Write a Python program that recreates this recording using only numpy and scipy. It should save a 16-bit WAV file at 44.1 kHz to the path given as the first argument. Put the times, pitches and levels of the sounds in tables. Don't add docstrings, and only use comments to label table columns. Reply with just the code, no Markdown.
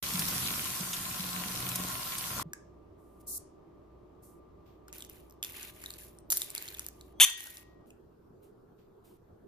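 import sys
import numpy as np
from scipy import signal
from scipy.fft import rfft, irfft, next_fast_len
from scipy.io import wavfile
from scipy.ndimage import uniform_filter1d

SR = 44100
rng = np.random.default_rng(int(sys.argv[2]) if len(sys.argv) > 2 else 0)


def output_pcm(signal):
    pcm = np.clip(np.atleast_2d(signal).T, -1, 1) * 32767
    wavfile.write(sys.argv[1], SR, np.round(pcm).astype(np.int16))


def volts_from_db(level):
    exponent = np.asarray(level, float) / 20
    return 10 ** exponent


N = 417627
TIME = np.arange(N) / SR
LONG = next_fast_len(N)
BINS = np.fft.rfftfreq(LONG, 1 / SR)
TAP_ON_S, TAP_OFF_S, TEA_CUT_S = .026, 2.428, 7.86


def evened(x):
    return x / np.sqrt(np.mean(x ** 2) + 1e-20)


def read(points, hz):
    f, value = np.transpose(points)
    return np.interp(np.log(hz + 1), np.log(f + 1), value)


def shape(x, gain):
    return irfft(rfft(x, LONG) * gain, LONG)[..., :N]


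def colour(x, points):
    return evened(shape(x, volts_from_db(read(points, BINS))))


# (frequency [Hz], likeness [-1 to 1])
LIKENESS = [(60, 0.94), (110, 0.89), (200, 0.87), (380, 0.17), (700, -0.074), (1290, 0.22), (2380, 0.041),
            (4400, 0.37), (8120, -0.3), (15000, 1)]
# (frequency [Hz], left minus right [dB])
LEFT_LEAN = [(160, -0.05), (270, -3.5), (450, -0.9), (1300, 1.5), (3300, 2.5), (5500, -0.8)]


def hiss(points, patchy_db):
    hz = np.fft.rfftfreq(1024, 1 / SR)
    a, b, c, d, patches = rng.standard_normal((N // 256 + 5, 513, 5)).T
    patches = uniform_filter1d(patches, size=10, axis=0)
    patches = evened(uniform_filter1d(patches, size=10, axis=1))
    same = np.clip(read(LIKENESS, hz), -1, 1)[:, None]
    left = a + 1j * b
    right = same * left + np.sqrt(1 - same ** 2) * (c + 1j * d)
    level_db = read(points, hz) + np.outer([.5, -.5], read(LEFT_LEAN, hz))
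    spectra = np.array([left, right]) * volts_from_db(level_db[..., None] + patchy_db * patches)
    return evened(signal.istft(spectra, nperseg=1024, noverlap=768)[1][:, :N])


def clicks(per_s, spread_db):
    size = volts_from_db(spread_db * np.minimum(rng.exponential(1, N), 5)) * rng.choice([-1, 1], N)
    return size * (rng.random(N) < per_s / SR)


def resonate(x, hz, width):
    r = np.exp(-np.pi * width / SR)
    return signal.lfilter([1 - r, 0, r - 1], [1, -2 * r * np.cos(2 * np.pi * hz / SR), r * r], x)


def grains(per_s, spread_db, cycles, low_hz, high_hz):
    out = np.zeros((2, N))
    for k, hz in enumerate(np.geomspace(low_hz, high_hz, num=12)):
        u = np.arange(0, 1, hz / cycles / SR)
        tone = np.sin(2 * np.pi * cycles * u) * np.sin(np.pi * u)
        out[k % 2] += signal.oaconvolve(clicks(per_s / 12, spread_db), tone)[:N]
    return out + .5 * np.roll(out[::-1], 5, axis=1)


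def pops(rows, tail, width, noisy, wide, body, lag):
    out, t = np.zeros((2, N + 9000)), np.arange(4000) / SR
    for (s, db, hz), (pan, *noise) in zip(rows, rng.standard_normal((len(rows), 4001))):
        decay = volts_from_db(-60 * t * np.sqrt(hz) / tail)
        burst = signal.unit_impulse(4000) + noisy * np.array(noise) * decay
        pop = resonate(resonate(burst, hz, width * hz), hz, width * hz)
        snap = resonate(resonate(burst, 5300, 8000), 5300, 8000)
        pop = pop / abs(pop).max() + wide * snap + body * resonate(burst, 1500, 1800)
        for ch in (0, 1):
            at = round(s * SR) + (1 - ch) * lag
            out[ch, at:at + 4000] += pop * volts_from_db(db + 1.5 * pan * (.5 - ch))
    return out[:, :N]


STOP_S, FADE_BEND = 0.0062, 1.5


def envelope(start, length, rise, fade_db):
    u = np.clip((TIME - start) / length, 0, 1)
    swell = np.clip((TIME - start) / rise, 0, 1)
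    stop = np.clip(1 + (start + length - TIME) / STOP_S, 0, 1)
    return (swell * stop) ** 2 * volts_from_db(fade_db * u ** FADE_BEND), u


# (frequency [Hz], relative level [dB per Hz])
WET_COLOUR = [(500, -25), (900, -0.5), (1400, -8), (2700, -1.5), (4500, -7), (10800, -24.5), (16000, -8.5)]


def slide(rows, rise, dry, wet, bright):
    power = np.array([(volts_from_db(db) * envelope(s, length, rise, fade_db)[0]) ** 2
                      for s, length, db, fade_db, _ in rows])
    dull = np.clip(np.array(rows)[:, -1], 0, 1)
    bright_part = np.sqrt((1 - dull) @ power) * colour(dry, bright)
    dull_part = np.sqrt(dull @ power) * colour(wet, WET_COLOUR)
    return bright_part + dull_part


# (frequency [Hz], time [s])
ECHO_TIMES = [(300, 0.17), (1500, .35), (5000, 0.45), (14000, 0.13)]


def room(x):
    taps = np.zeros((2, SR // 2))
    at = np.arange(200, SR // 2 - 20, 20)
    at = at + rng.integers(0, 20, (2, len(at)))
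    np.put_along_axis(taps, at, rng.choice([-1., 1.], at.shape), 1)
    hz, t, z = signal.stft(taps, SR, nperseg=256)
    decay = volts_from_db(-60 * t / read(ECHO_TIMES, hz)[:, None])
    tail = signal.istft(z * decay, SR, nperseg=256)[1]
    return signal.fftconvolve(x, tail / np.linalg.norm(tail[0]), axes=1)[:, :N]


# (frequency [Hz], relative level [dB per Hz])
FAN_COLOUR = [(15, -42), (25, -16), (63, -3), (286, -12), (318, -1.5), (363, -3), (525, -17.5),
              (584, -13.5), (846, -20.5), (1190, -21), (1400, -33), (1600, -36), (14000, -63)]
# (frequency [Hz], relative level [dB per Hz])
TEA_COLOUR = [(15, -36), (25, -6), (129, -5.5), (286, -9.5), (403, -1), (511, -15.5), (616, -16),
              (1360, -26.5), (2080, -43), (14000, -56)]
# (frequency [Hz], level [dB rms])
FRIDGE_TONES = [(60, -60), (600, -75), (1186, -74)]
FAN_DB, TEA_SPOT_DB = -53.5, -55


def kitchen():
    tones = np.zeros(N)
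    for hz, db in FRIDGE_TONES:
        waver = evened(resonate(rng.standard_normal(N), hz, 3.0))
        tones += volts_from_db(db) * evened(np.sin(2 * np.pi * hz * TIME) + .5 * waver)
    first = volts_from_db(FAN_DB) * hiss(FAN_COLOUR, patchy_db=.5) + tones
    last = volts_from_db(TEA_SPOT_DB) * hiss(TEA_COLOUR, patchy_db=-2.1)
    return np.where(TIME < TEA_CUT_S, first * (TIME > TAP_ON_S), last)


# (frequency [Hz], relative level [dB per Hz])
SPRAY_COLOUR = [(24, -25.5), (40, -7), (170, 3.5), (538, -21), (1040, -4), (1700, -10), (8790, -9.5),
                (10400, -7), (11800, -12.5), (12700, -9.5), (14000, -17.5)]
# (frequency [Hz], width [Hz], relative level [dB])
SINK_MODES = [(60, 6.1, -12), (90.3, 51, -7), (125, 4.8, 6), (179.5, 1.8, 11), (244, 35, -14.5),
              (266, 10, -15.5)]
# (frequency [Hz], width [Hz], relative level [dB])
SIEVE_POCKETS = [(630, 41, -7), (740, 30, -3), (1050, 57, 2.5), (1358, 54, -2.5)]
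# (time [s], level [dB])
RUNOFF_LEVEL = [(.03, -44), (.2, -42), (.45, -42), (.72, -45.5), (1.15, -49.5), (1.5, -41.5), (1.75, -44),
                (1.9, -39.5), (2.15, -56), (2.42, -39)]
# (time [s], peak of the pitched part [dB], frequency [Hz])
BIG_SPLASHES = [(0.1366, -30.5, 13600), (0.193, -23, 10700), (0.2836, -28.5, 12900), (0.932, -29, 3270),
                (1.69, -29.5, 9900), (1.7569, -26.5, 10500), (2.1824, -29.5, 9400)]
# (time [s], peak [dB], frequency [Hz])
SINK_SLAPS = [(0.142, -25.5, 181), (0.19, -28, 170.7), (0.804, -31, 184), (1.194, -30, 176),
              (1.458, -33.5, 190.5), (2.397, -23, 1050), (2.454, -36, 160)]
SPRAY_DB, FIRST_GUSH_DB, GUSH_PEAK_S, GUSH_WIDTH_S = -38.5, 4.5, .35, 0.38
RUMBLE_DB, RUMBLE_HZ, RUMBLE_WIDTH_HZ = -44, 120, 180
GURGLE_DB, GURGLE_FOLLOWS, GURGLE_GROWS_DB_PER_S = -46.5, .3, 2.13


def tap():
    fizz = colour(grains(2500, 5.5, 2.1, 2450, 14000), SPRAY_COLOUR)
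    gush = np.exp(-((TIME - GUSH_PEAK_S) / GUSH_WIDTH_S) ** 2)
    spray = evened(hiss(SPRAY_COLOUR, patchy_db=2.0) + .5 * fizz)
    spray *= volts_from_db(SPRAY_DB + FIRST_GUSH_DB * gush)

    runoff_db = np.interp(TIME, *np.transpose(RUNOFF_LEVEL))
    lumps = clicks(250, 3.6)
    drum = evened(sum(volts_from_db(db) * resonate(lumps, hz, w) for hz, w, db in SINK_MODES))
    thumps = resonate(clicks(60, 2.1), RUMBLE_HZ, RUMBLE_WIDTH_HZ)
    thumps = evened(resonate(thumps, RUMBLE_HZ, RUMBLE_WIDTH_HZ))
    drum = drum * volts_from_db(runoff_db) + volts_from_db(RUMBLE_DB) * gush * thumps

    bubbles = np.array([clicks(1400, 4.0), clicks(1300, 1.9)])
    bubbles = bubbles + 0.1 * bubbles[::-1]
    gurgle = evened(sum(volts_from_db(db) * resonate(bubbles, hz, w) for hz, w, db in SIEVE_POCKETS))
    follow_db = GURGLE_FOLLOWS * (runoff_db - max(runoff_db))
    gurgle *= volts_from_db(GURGLE_DB + follow_db + GURGLE_GROWS_DB_PER_S * TIME)

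    splashes = pops(BIG_SPLASHES, 4.3, 0.42, 1.0, 0.88, .3, lag=0)
    slaps = pops(SINK_SLAPS, 0.32, 0.23, 0.057, 0, 0, lag=0)
    running = (TIME > TAP_ON_S) & (TIME < TAP_OFF_S)
    return running * (spray + drum + gurgle + splashes) + slaps


# (start [s], length [s], level [dB], fade [dB], dullness [0-1])
POUR_SLIDES = [(2.97, 0.28, -79, -1, .02), (3.192, 0.027, -56.5, -13, 0.14), (3.26, 0.12, -41.5, 1.5, 0),
               (4.215, 0.18, -61, -23, 0.01), (4.645, 0.14, -68.5, -15, 1), (7.855, 0.097, -70, -19, 0.5),
               (8.415, .1, -67.5, -21, 0.5), (8.77, 0.1, -72.5, -12, 1), (9.03, 0.14, -68, -9, 0.52)]
# (frequency [Hz], relative level [dB per Hz])
GRAIN_COLOUR = [(2000, -49), (2700, -46), (4100, -11), (6000, -3.5), (10800, 4.5), (16000, -8)]


def pour():
    trickle = rng.standard_normal((2, N)) + 0.1 * grains(3300, 2.5, 2.3, 2700, 14000)
    return slide(POUR_SLIDES, .02, trickle, trickle[::-1], GRAIN_COLOUR)


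# (time [s], peak of the pitched part [dB], frequency [Hz])
STICKY_POPS = [(5.4281, -37, 12800), (5.4283, -25.5, 2840), (5.4374, -28, 12700), (5.4474, -25, 9900),
               (2.5336, -31, 1650), (6.3031, -20.5, 13600), (6.3084, -28, 12600), (6.3214, -13, 13330),
               (6.3264, -16.5, 10500), (6.3714, -17, 13240), (6.4183, -23, 3690), (6.4185, -24.5, 9100),
               (7.2994, -21, 7360), (7.3044, -25, 7400), (4.8818, -44.5, 1280), (4.9277, -37, 11300),
               (4.938, -44, 11000), (4.964, -52, 9000), (4.983, -39, 12800), (5.006, -41, 3600),
               (5.0229, -36, 3260), (5.049, -40, 11000), (5.309, -50, 11300), (5.324, -51, 12000),
               (5.63, -35.5, 7000), (5.683, -51, 4170), (5.0973, -40.5, 12600), (5.2983, -52, 13000),
               (5.8386, -36, 1770), (5.8601, -31.5, 3780), (5.905, -34.5, 4330), (5.9379, -39, 4630),
               (5.9863, -44.5, 2590), (6.187, -46.5, 7800), (6.5031, -31.5, 7760), (6.5505, -23.5, 10300),
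               (6.5614, -34, 3030), (6.5794, -28, 4630), (6.6248, -29, 10400), (6.6862, -34, 4400),
               (6.656, -42, 1990), (6.679, -36, 3000), (6.7471, -38.5, 3500), (6.785, -40.5, 2530),
               (6.7945, -25.5, 10000), (6.8648, -29, 9600), (6.8862, -32.5, 12400), (7.011, -43.5, 4220),
               (7.4056, -27.5, 3150), (7.4405, -30.5, 12700), (7.4709, -32, 10460), (7.5707, -35, 4110),
               (7.9049, -49.5, 2590)]


def smack():
    return pops(STICKY_POPS, tail=.5, width=.3, noisy=0.43, wide=2.2, body=2.5, lag=10)


# (frequency [Hz], relative level [dB per Hz])
SCRAPE_COLOUR = [(400, -51), (1000, -26), (1400, -31.5), (2400, -20.5), (3300, 1), (4200, -18),
                 (5100, -28.5), (6100, 1.5), (8300, -2.5), (9700, 2.5), (13800, -8), (16000, -15)]
# (frequency [Hz], relative level [dB], time to fall by 60 dB [s])
BOWL_MODES = [(1893, -34, .8), (2800, -8, .025), (3030, -7, .025), (3170, -9, .03), (3380, -8, .03),
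              (3440, -5, .035), (3545, 1, .04), (4200, -9, .025), (4700, -13, .025), (5900, -10, .02),
              (6300, -8, .02), (7070, -9, .02), (9400, -8, .02), (10145, -8, .02)]
# (time [s], strength of the blow before the ring [dB])
BOWL_KNOCKS = [(5.428, -24.5), (5.438, -22.5), (5.447, -23), (7.2, 7.5)]
# (frequency [Hz], phase [radians])
LEFT_LEAD = [(0, 2.4), (3500, 0.59), (6000, 1), (10000, 0.71), (14000, 0.97)]
SKID_S, SKID_LENGTH_S, SKID_RISE_S, SKID_FADE_DB = 7.2, .048, 0.0074, -6
CHATTER_GAIN_DB, RING_GAIN_DB, RASP_GAIN_DB = -13, 2.5, 6.0
SLIPS_PER_S, SLIPS_GAIN_PER_S = 620, 600


def skid():
    level, progress = envelope(SKID_S, SKID_LENGTH_S, SKID_RISE_S, SKID_FADE_DB)
    unsteady = 1 + .25 * uniform_filter1d(rng.standard_normal(N), size=60)
    rate = (SLIPS_PER_S + SLIPS_GAIN_PER_S * progress ** .7) * unsteady
    turns = np.cumsum(rate) / SR
    slips = sum(np.cos(2 * np.pi * (k * turns + rng.random())) for k in range(1, 7))
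    grit = evened(clicks(12000, 1.5)) * (.6 + np.exp(-(turns % 1) / 0.23))
    chatter = (.4 * slips + grit) * level * volts_from_db(CHATTER_GAIN_DB)
    rasp = colour(chatter, SCRAPE_COLOUR) * np.std(chatter)
    knocks = sum(volts_from_db(db) * signal.unit_impulse(N, round(s * SR)) for s, db in BOWL_KNOCKS)
    t = TIME[:SR]
    modes = sum(volts_from_db(db - 60 * t / t60) * np.sin(2 * np.pi * hz * t) for hz, db, t60 in BOWL_MODES)
    ring = signal.oaconvolve(chatter + knocks, modes / np.linalg.norm(modes))[:N]
    right = volts_from_db(RING_GAIN_DB) * ring + volts_from_db(RASP_GAIN_DB) * rasp
    lead = np.exp(1j * np.interp(BINS, *np.transpose(LEFT_LEAD)))
    return np.array([shape(right, lead) * volts_from_db(1.1), right])


# (start [s], length [s], level [dB], fade [dB], dullness [0-1])
SPOON_STROKES = [(4.877, 0.032, -63, -9, 1), (4.928, .14, -52, -11, 0.45), (5.09, 0.35, -59.5, -39, 0.5),
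                 (5.428, 0.28, -50, -10, 0.45), (5.54, 0.16, -47, -4, 0.72), (5.69, .12, -63.5, 10, 0.36),
                 (5.81, 0.16, -52.5, -7.5, 0.47), (5.98, 0.13, -50.5, -14, 0.16), (6.1, 0.11, -70, -6, 0.4),
                 (6.303, 0.22, -32, -29.5, 0), (6.31, 0.27, -52, -5.5, 0.5), (6.54, 0.35, -48, -12.5, 0.6),
                 (6.92, 0.21, -70, -4.5, 0.4), (7.255, 0.1, -27.5, -22, 0.74),
                 (7.37, .26, -40.5, -16.5, 0.39), (7.63, 0.12, -72, -8.5, 1)]
# (frequency [Hz], relative level [dB per Hz])
DRY_COLOUR = [(500, -28), (2200, -29), (3900, -10), (7300, -2), (8600, -10), (10500, 8), (16000, -15.5)]
STIR_RISE_S, SURGE_DB = 0.0022, 3.2
CRACKLES_PER_S, CRACKLE_S, CRACKLE_GAIN_DB, CRACKLE_SPREAD_DB = 160, .002, 9, 3.5


def stir():
    surges = volts_from_db(SURGE_DB * evened(uniform_filter1d(rng.standard_normal(N), size=250)))
    rub = surges * rng.standard_normal((2, N))
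    snap = rng.standard_normal(400) * volts_from_db(-60 * TIME[:400] / CRACKLE_S)
    unstuck = signal.oaconvolve(clicks(CRACKLES_PER_S, CRACKLE_SPREAD_DB), snap)[:N]
    unstuck = volts_from_db(CRACKLE_GAIN_DB) * np.array([np.roll(unstuck, 10), unstuck])
    crackle = grains(1200, 5.9, 1.4, 2000, 14000)
    squelch = grains(1500, 3.0, 9, 1500, 4500)
    dry_rub = rub + unstuck + .6 * crackle
    wet_rub = rub[::-1] + unstuck + .5 * squelch
    return slide(SPOON_STROKES, STIR_RISE_S, dry_rub, wet_rub, DRY_COLOUR)


ROOM_DB, SMACK_ROOM_DB = -15, -14


def scene():
    smacks = smack()
    near = pour() + stir() + skid() * (TIME < TEA_CUT_S)
    echo = room(volts_from_db(ROOM_DB) * near + volts_from_db(SMACK_ROOM_DB) * smacks)
    return tap() + kitchen() + near + smacks + echo


def roll_off(x):
    return signal.sosfilt(signal.butter(12, 16400, fs=SR, output="sos"), x)


# (frequency [Hz], gain [dB])
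OVERALL_TONE = [(20, -6.5), (11000, 1.5), (11400, -3), (11800, -26), (12300, 4.5), (14200, 11),
                (14800, -21.5), (15700, -17.5), (16400, -35), (16800, -72)]


def record(dry):
    power_db = 10 * np.log10(abs(uniform_filter1d((dry ** 2).mean(0), size=300)) + 1e-12)
    fall = TIME * 39.0
    held_db = np.maximum.accumulate(power_db + fall) - fall
    over_db = np.maximum(held_db + 25.5, 0)
    ducked = dry / volts_from_db(0.47 * uniform_filter1d(over_db, size=100))
    heard = shape(ducked, volts_from_db(read(OVERALL_TONE, BINS)))
    return roll_off(np.clip(heard, -1, 1))


dry = scene()
out = record(dry)
output_pcm(out)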